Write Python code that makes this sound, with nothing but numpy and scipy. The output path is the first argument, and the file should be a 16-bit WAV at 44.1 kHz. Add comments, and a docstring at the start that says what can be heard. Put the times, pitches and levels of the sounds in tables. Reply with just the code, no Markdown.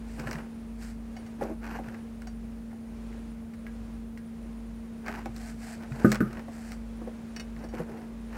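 """Two heavy close knocks: low booming modes, higher ringing modes, a noisy wash and a slow low push.
Tyre work outdoors: a steel lever drags over gravel, is laid down with a clink, clanks on a loose tool
and taps the truck's hub: struck modes. Stones snap, crunch and slide as the worker shifts: bursts and grains
of coloured noise; dull bumps and thuds are damped notes.
Beneath lie a steady hum, a slowly beating drone, faint whines, and outdoor air, rumble and flickering treble.
"""
import sys
import numpy as np
from scipy import signal
from scipy.fft import rfft, irfft, next_fast_len
from scipy.io import wavfile
from scipy.ndimage import map_coordinates

SR = 44100
rng = np.random.default_rng(int(sys.argv[2]) if len(sys.argv) > 2 else 0)


def generate_wav(sig):
    """Save sig (samples, or channels by samples) to the path in sys.argv[1] as 16-bit PCM at SR."""
    pcm = np.round(np.clip(np.atleast_2d(sig).T, -1, 1) * 32767).astype(np.int16)
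    wavfile.write(sys.argv[1], SR, pcm)


N = 369116

# All levels are relative, before the mix and the microphone.
# Heavy close knocks: t/s, level/dB, boom corner f/Hz, ringing/dB, low push/dB, time to half choke/s
HEAVY_KNOCKS = [(6.046, -8.5, 580, 1.5, -17, 0.14), (6.2047, -8, 224, -9, -11.5, 0.048)]
# Low booming modes, before the choke: f/Hz, level/dB, t60/s
BOOM_MODES = [(145, -19, .18), (180, -7, 0.18), (212.6, -6, 0.49), (250, 2.5, 0.043), (239, -2, 0.079),
              (333, 1, 0.088), (391, -16, 0.37), (440, -10, 0.083), (537, -18.5, 0.23), (625, -8, 0.066),
              (790, -19, 0.096)]
# Higher ringing modes: f/Hz, level/dB, t60/s
RING_MODES = [(1228, -22, .2), (1255, -16, .09), (1500, -12, .085), (1580, -22, .09), (1712, -24, .075),
              (2046, -36, .1), (10900, -41, .08), (11890, -45, .16), (12345, -45, .16), (13340, -45, .14),
              (13610, -41, .07)]
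# Lever set down on stones: t/s, level/dB, brightest f/Hz, chatter/dB
LEVER_LANDINGS = [(1.166, -43, 2200, -8), (1.263, -52, 7000, -2), (2.271, -43.5, 7000, -4.5),
                  (7.688, -49, 6000, -14)]
# Lever modes: f/Hz, level/dB, t60/s
LEVER_MODES = [(744, 9.5, 0.072), (1830, -7, .1), (2200, -4, 0.085), (2960, -9, 0.11), (4650, -9, 0.13),
               (5600, -21, 0.16), (5620, -10, 0.14), (6480, -9, .09), (7682, -17, 0.18), (8970, -17, .2),
               (9911, -23, .18)]
# Clanks on a loose tool: t/s, level/dB, brightest f/Hz, chatter/dB
TOOL_CLANKS = [(7.3635, -38, 3750, -5.5), (7.398, -36.5, 3000, -10), (7.4055, -41, 5200, -16),
               (7.590, -59, 7000, -6), (7.641, -51, 7900, -2)]
# Loose tool modes: f/Hz, level/dB, t60/s
TOOL_MODES = [(1650, -8, .06), (1900, -7, .06), (2145, -7, .06), (2579, -3, .056), (2891, -5, .1),
              (3720, -12, .06), (4380, -9, .045), (4585, -2, .06), (5290, -12, .07), (5525, -2, .075),
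              (5900, -2, .056), (6928, -16, .08), (7440, -15, .09), (8900, -13, .08), (10360, -22, .08),
              (13950, -21, .08)]
# Light taps on the hub behind the tyre: t/s, level/dB, brightest f/Hz, chatter/dB
HUB_TAPS = [(3.128, -51.5, 1500, -13), (3.536, -55.5, 1600, 1), (3.667, -41.5, 2000, -16),
            (4.175, -45.5, 2600, -6)]
# Modes of a fitting on the hub: f/Hz, level/dB, t60/s
HUB_MODES = [(1647, -4.5, 0.17), (2000, 7.5, 0.013), (2190, -1, 0.025), (2730, -20, .03), (14200, -11, .05)]
# Single stones snapping under steel and boots: t/s, level/dB, sharp edge/dB
STONE_SNAPS = [(0.1972, -29, -8), (0.2712, -20.5, -22), (0.3116, -24, -11), (0.33, -25, -9.5),
               (0.385, -29, -25), (1.437, -40, -2), (1.667, -32, -16), (1.944, -30.5, -22),
               (2.2196, -35, -10), (5.063, -29, -14.5), (5.0819, -18.5, -20.5), (5.258, -26.5, -14),
               (5.3634, -37.5, 1.5), (5.9202, -28, -30), (6.118, -11, -10), (6.1256, -17.5, -10),
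               (6.146, -18, -13.5), (6.1555, -15.5, -17.5), (6.33, -37, -7), (6.371, -28, -23),
               (6.719, -29, -8.5), (7.5634, -34.5, -21)]
# Dull bumps on ground and boards: t/s, level/dB, f/Hz
GROUND_BUMPS = [(0.188, -26, 408), (1.411, -19, 814), (1.42, -16.5, 543), (1.428, -22, 338),
                (1.452, -22.5, 510), (1.496, -22.5, 322), (1.513, -25, 339), (1.788, -22.5, 777),
                (2.73, -35, 775), (5.259, -21.5, 786), (6.126, -20, 390), (6.482, -24.5, 680),
                (7.016, -27.5, 331), (7.073, -24, 494), (7.638, -26, 404), (7.737, -23.5, 500),
                (7.794, -20.5, 464), (7.802, -19.5, 286), (7.896, -32, 363)]
# Worker's weight landing on the ground: t/s, level/dB, f/Hz
BODY_THUDS = [(0.192, -30.5, 141), (0.253, -30, 129), (0.349, -30, 154), (1.425, -40, 130),
              (1.872, -36, 119), (5.282, -37, 124), (5.914, -25, 133), (7.57, -37, 150),
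              (7.797, -27.5, 170)]
# Gravel crunching under shifting weight: t/s, length/s, level/dB, growth/dB, low grind/dB
GRAVEL_CRUNCHES = [(0.188, 0.073, -45, -1, 0.5), (0.275, 0.14, -43.5, -6, -3),
                   (1.419, .1, -48.5, -10.5, 5.5), (1.64, 0.12, -40.5, 3.5, -15),
                   (1.847, 0.12, -49, -2.5, -3.5), (2.708, 0.055, -59, -3, -14),
                   (5.071, .12, -40, -0.5, -16), (5.826, .02, -47, 0, -10), (5.949, 0.073, -45, 7, 1),
                   (6.253, 0.14, -49.5, 8, 0.5), (7.594, 0.051, -50.5, 2, 4), (7.745, 0.057, -43, 1.5, -8),
                   (7.885, 0.16, -53, -2, 8), (8.331, 0.038, -44.5, 4, -8)]
# Lever tip sliding through grit: t/s, length/s, level/dB, growth/dB
TIP_SLIDES = [(0.09, 0.14, -59.5, 1), (0.28, 0.11, -58.5, -7), (0.825, 0.08, -54.5, -5),
              (5.37, 0.13, -53.5, 5), (5.615, 0.12, -51.5, 3), (5.92, .11, -60, -3), (6.05, 0.078, -50, 2),
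              (6.53, 0.2, -56, 3.5)]

# Noise spectra: f/Hz, level/dB
KNOCK_WASH_SPECTRUM = [(50, -20), (130, 3.5), (380, 12), (700, -12), (950, -21), (1250, 6.5), (1600, -2),
                       (2200, -17), (3200, -29), (9000, -32), (12500, -25), (16000, -38)]
SNAP_BODY_SPECTRUM = [(200, -48), (600, 4), (1000, -8), (1450, 3.5), (1950, 1), (2700, -6.5), (3400, -19.5),
                      (8000, -41), (16000, -61)]
SNAP_EDGE_SPECTRUM = [(1000, -75), (2800, -22), (4000, -2), (5400, 0.5), (6500, -6.5), (8200, -5),
                      (9100, -12), (11500, -15), (14500, -14), (16000, -8.5)]
GRAVEL_SPECTRUM = [(70, -7), (130, 0.5), (340, 6), (620, 1), (820, 8), (1250, 0), (1550, 5), (2050, -4.5),
                   (2450, -6), (2950, -9.5), (3500, -25.5), (4400, -16.5), (5600, -18.5), (9000, -26),
                   (14100, -25), (16000, -52)]
GRIT_SPECTRUM = [(200, -52), (700, 13), (1050, -1), (1600, 8), (2400, 2), (3500, -10.5), (4600, -1),
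                 (6500, -5), (8000, -1), (10400, -11), (14100, -15), (16000, -23)]
GROUND_SPECTRUM = [(60, -59), (130, 13), (350, 14.5), (800, 5.5), (1200, -7), (2000, -10.5), (3200, -29.5),
                   (8000, -27), (12000, -25), (16000, -45)]
AIR_SPECTRUM = [(180, -24.5), (300, -2.5), (400, -0.5), (600, -3), (800, -7.5), (1200, -11), (2000, -15),
                (2500, -17), (3100, -21), (5000, -25), (8000, -27.5), (9400, -38.5), (11000, -37),
                (14000, -48), (15800, -50)]
RUMBLE_SPECTRUM = [(20, -7), (45, 5.5), (80, 5), (130, 1), (170, 4.5), (280, 0), (380, -13.5), (600, -38.5)]

# Hum and its octave: rms level/dB
HUM_LEVELS_DB = [-41.5, -62.5]
# Two beating drones and their companions: f/Hz, rms level/dB
DRONE_TONES = [(51.32, -46.8), (52.66, -49.3), (78.35, -59), (102.6, -64), (105.3, -66)]
# Thin steady whines: f/Hz, rms level/dB
WHINE_TONES = [(11892, -85.5), (12344, -85.5)]

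HUM_HZ = 227.5
CRUNCH_ATTACK_S, CRUNCH_RELEASE_S = 0.018, 0.034  # time constants, loading and unloading the stones
SLIDE_ATTACK_S, SLIDE_RELEASE_S = 0.027, 0.032  # time constants, tip gathering and losing speed
GRIND_DB = -1.5
CRACKS_PER_S, CRACK_DB, CRACK_SPREAD_DB = 50, -0.5, 3
LOW_CUT_HZ, TOP_HZ = 38, 15830


def amp(db):
    """Decibels to gain."""
    return 10 ** (np.asarray(db) / 20)


def unit(x):
    """Scale to rms 1."""
    return x / np.sqrt(np.mean(x ** 2) + 1e-20)


def clock(size):
    """Sample times in seconds."""
    return np.arange(size) / SR


def fade(t, t60_s):
    """Exponential decay by 60 dB in t60_s."""
    return np.exp(-np.log(1000) * t / t60_s)


def wobble(knots_per_s):
    """Smooth random curve through normally distributed knots."""
    knots = rng.standard_normal(int(N * knots_per_s / SR) + 4)
    return map_coordinates(knots, [clock(N) * knots_per_s])


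def colour(x, spectrum):
    """Causal minimum-phase filter, rms gain 1 over frequency, through (f/Hz, level/dB) points."""
    size = 2 * next_fast_len(len(x) // 2 + 2048)
    hz, db = np.transpose(spectrum)
    log_hz = np.log(np.fft.rfftfreq(size, 1 / SR) + 1)
    gain = unit(amp(np.interp(log_hz, np.log(hz), db)))
    # fold the cepstrum to make the response causal
    cepstrum = irfft(np.log(gain))
    cepstrum[1:size // 2] *= 2
    cepstrum[size // 2 + 1:] = 0
    return irfft(rfft(x, size) * np.exp(rfft(cepstrum)), size)[:len(x)]


def noise(spectrum, size):
    """Coloured noise of rms 1."""
    return unit(colour(rng.standard_normal(size), spectrum))


def ring(modes, t, scatter_db):
    """Sum of damped modes, with random strengths at every strike."""
    total = np.zeros(len(t))
    for hz, db, t60_s in modes:
        strength = amp(db + scatter_db * rng.standard_normal())
        total += strength * fade(t, t60_s) * np.sin(2 * np.pi * hz * t)
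    return total


def add(track, start_s, sound):
    """Mix a sound into the track at start_s."""
    start = round(start_s * SR)
    track[start:start + len(sound)] += sound[:max(N - start, 0)]


def heavy_knocks():
    """Each knock excites booming and ringing modes; a lower corner dulls the boom and slows its onset."""
    out, t = np.zeros(N), clock(SR * 3 // 4)
    for s, db, corner_hz, ringing_db, push_db, choke_s in HEAVY_KNOCKS:
        excited = [(hz, level - 10 * np.log10(1 + (hz / corner_hz) ** 4), t60_s)
                   for hz, level, t60_s in BOOM_MODES]
        boom = ring(excited, t, scatter_db=0.5)
        # the boom is choked faster than its modes decay
        boom = boom / (1 + (t / choke_s) ** 4)
        # one slowly decaying low mode
        push = ring([(129.2, push_db, 0.39)], t, scatter_db=4.5)
        rise = 1 - np.exp(-(1.13 * corner_hz * t) ** 2)
        ringing_rise = 1 - np.exp(-t / 0.0012)
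        ringing = amp(ringing_db) * ring(RING_MODES, t, scatter_db=0.5) * ringing_rise
        # noisy wash with a fast and a slow decay
        wash_decay = amp(-19) * fade(t, 0.09) + amp(-27) * fade(t, 0.4)
        wash = noise(KNOCK_WASH_SPECTRUM, len(t)) * wash_decay
        click = amp(-30) * noise(SNAP_BODY_SPECTRUM, len(t)) * fade(t, 0.022)
        add(out, s, amp(db) * ((boom + push) * rise + ringing + wash + click))
    return out


def clinks(hits, steel_modes):
    """The place of contact picks which modes of a steel piece ring; it chatters briefly as it lands."""
    out, t = np.zeros(N), clock(SR // 3)
    for s, db, bright_hz, chatter_db in hits:
        # modes lose up to 7 dB away from the brightest frequency
        excited = [(hz, level - min(3 * np.log2(hz / bright_hz) ** 2, 7), t60_s)
                   for hz, level, t60_s in steel_modes]
        modes = ring(excited, t, scatter_db=1)
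        rattle = noise(SNAP_BODY_SPECTRUM, len(t)) + 0.5 * noise(SNAP_EDGE_SPECTRUM, len(t))
        chatter = rattle * fade(t, 0.072)
        add(out, s, amp(db) * (0.72 * modes + amp(chatter_db) * chatter))
    return out


def stones():
    """A snap has a stony body and a sharp edge, each with a weaker, longer scatter under the truck."""
    out, t = np.zeros(N), clock(SR // 5)
    body_decay = fade(t, 0.022) + amp(-20) * fade(t, 0.13)
    edge_decay = fade(t, 0.012) + amp(-15) * fade(t, 0.08)
    for s, db, edge_db in STONE_SNAPS:
        body = noise(SNAP_BODY_SPECTRUM, len(t)) * body_decay
        edge = noise(SNAP_EDGE_SPECTRUM, len(t)) * edge_decay
        add(out, s, amp(db - 9) * (body + amp(edge_db + 5) * edge))
    return out


def ground():
    """A bump is one well damped note in a puff of dirt."""
    out, t = np.zeros(N), clock(SR // 5)
    soft_rise = 1 - np.exp(-t / 0.0007)
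    for s, db, hz in GROUND_BUMPS:
        note = ring([(hz, -6, 0.04)], t, scatter_db=1)
        puff = amp(-10.5) * noise(GROUND_SPECTRUM, len(t)) * fade(t, 0.062)
        add(out, s, amp(db) * (note + puff) * soft_rise)
    return out


def underside(x):
    """Ground, tyres and truck bed return a short, dull scatter: convolution with decaying noise."""
    t = clock(SR // 6)
    spectrum = [(150, -19), (400, 1.5), (1500, -3), (3000, -6.5), (9000, -10), (16000, -19)]
    tail = noise(spectrum, len(t)) * fade(t, 0.11) * (t > 0.003)
    return signal.fftconvolve(x, tail / np.linalg.norm(tail))[:N]


def thuds():
    """Knees and boots give one soft, low push each."""
    out, t = np.zeros(N), clock(SR // 3)
    envelope = fade(t, 0.17) * (1 - np.exp(-t / 0.0024))
    for s, db, hz in BODY_THUDS:
        add(out, s, amp(db) * np.sin(2 * np.pi * hz * t) * envelope)
    return out


def effort(moves, attack_s, release_s):
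    """Gain over time: each move builds up ahead of its start, grows or eases, then dies away."""
    t, gain = clock(N), np.zeros(N)
    for s, length_s, db, growth_db in moves:
        progress = np.clip((t - s) / length_s, 0, 1)
        before, after = np.maximum(s - t, 0), np.maximum(t - s - length_s, 0)
        edges = np.exp(-before / attack_s - after / release_s)
        gain = np.maximum(gain, amp(db + growth_db * (progress - 0.5)) * edges)
    return gain


def grains(rate_per_s, spread_db, life_s):
    """Noise made of many tiny fractures of uneven size; the power of each decays over life_s."""
    sizes = amp(spread_db * np.clip(rng.standard_normal(N), -2, 2))
    sizes = sizes * (rng.random(N) < rate_per_s / SR)
    power = signal.lfilter([1], [1, -np.exp(-1 / (life_s * SR))], sizes ** 2)
    return unit(np.sqrt(power) * rng.standard_normal(N))


def cracks(weight):
    """Small stones give way at random moments, louder under more weight."""
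    sizes = amp(CRACK_DB + CRACK_SPREAD_DB * np.clip(rng.standard_normal(N), -2, 2))
    hits = (rng.random(N) < CRACKS_PER_S / SR) * sizes
    envelope = signal.fftconvolve(hits * weight, fade(clock(SR // 20), 0.014))[:N]
    return envelope * (noise(SNAP_BODY_SPECTRUM, N) + amp(-12) * noise(SNAP_EDGE_SPECTRUM, N))


def gravel():
    """Coarse stones crunch under weight and grind on the ground; fine grit hisses along sliding steel."""
    coarse = grains(rate_per_s=950, spread_db=3.6, life_s=0.002)
    fine = grains(rate_per_s=3000, spread_db=3.4, life_s=0.001)
    presses = [row[:4] for row in GRAVEL_CRUNCHES]
    grinds = [(s, length_s, db + low_db, growth_db)
              for s, length_s, db, growth_db, low_db in GRAVEL_CRUNCHES]
    weight = effort(presses, CRUNCH_ATTACK_S, CRUNCH_RELEASE_S)
    depth = effort(grinds, CRUNCH_ATTACK_S, CRUNCH_RELEASE_S)
    speed = effort(TIP_SLIDES, SLIDE_ATTACK_S, SLIDE_RELEASE_S)
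    crunch = amp(-2.5) * weight * unit(colour(coarse, GRAVEL_SPECTRUM))
    grind = amp(GRIND_DB) * depth * noise(GROUND_SPECTRUM, N)
    slide = amp(2.5) * speed * unit(colour(fine, GRIT_SPECTRUM))
    return crunch + grind + cracks(weight) + slide


def tone(hz, rms_db, t):
    """Steady cosine of given rms level."""
    return np.sqrt(2) * amp(rms_db) * np.cos(2 * np.pi * hz * t)


def background():
    """Hum with slight phase drift, beating drone and faint whines over coloured-noise outdoor air."""
    t = clock(N)
    drift_t = t + 0.00003 * wobble(1.95)
    hum = sum(tone(HUM_HZ * (k + 1), db, drift_t) for k, db in enumerate(HUM_LEVELS_DB))
    # drone tones align in phase at 0.145 s
    drone = sum(tone(hz, db, t - 0.145) for hz, db in DRONE_TONES)
    whine = sum(tone(hz, db, t) for hz, db in WHINE_TONES)
    air = amp(-55 + 1.47 * wobble(4.34)) * noise(AIR_SPECTRUM, N)
    rumble = amp(-49.5 + 0.18 * wobble(2.65)) * noise(RUMBLE_SPECTRUM, N)
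    # a narrow band of treble flickers
    flicker = amp(2.2 * wobble(45))
    sizzle_spectrum = [(8300, -25), (8900, -3), (9300, 0), (10000, -5.5), (10900, -22)]
    sizzle = amp(-73.5) * flicker * noise(sizzle_spectrum, N)
    return hum + drone + whine + air + rumble + sizzle


def scene():
    """All sources at one microphone; only the small impacts get the underside scatter."""
    steel = clinks(LEVER_LANDINGS, LEVER_MODES) + clinks(TOOL_CLANKS, TOOL_MODES) + clinks(HUB_TAPS, HUB_MODES)
    small = steel + stones() + ground()
    scatter = amp(-12.5) * underside(small)
    return (heavy_knocks() + small + scatter + thuds() + gravel() + background())[None]


def record(dry):
    """A small microphone loses the deepest bass; nothing is kept above its band limit."""
    low_cut = signal.butter(2, LOW_CUT_HZ, "high", fs=SR, output="sos")
    thin = signal.sosfilt(low_cut, dry)
    size = next_fast_len(N + SR // 2)
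    in_band = np.fft.rfftfreq(size, 1 / SR) < TOP_HZ
    return irfft(rfft(thin, size) * in_band, size)[:, :N]


dry = scene()
out = record(dry)
generate_wav(out)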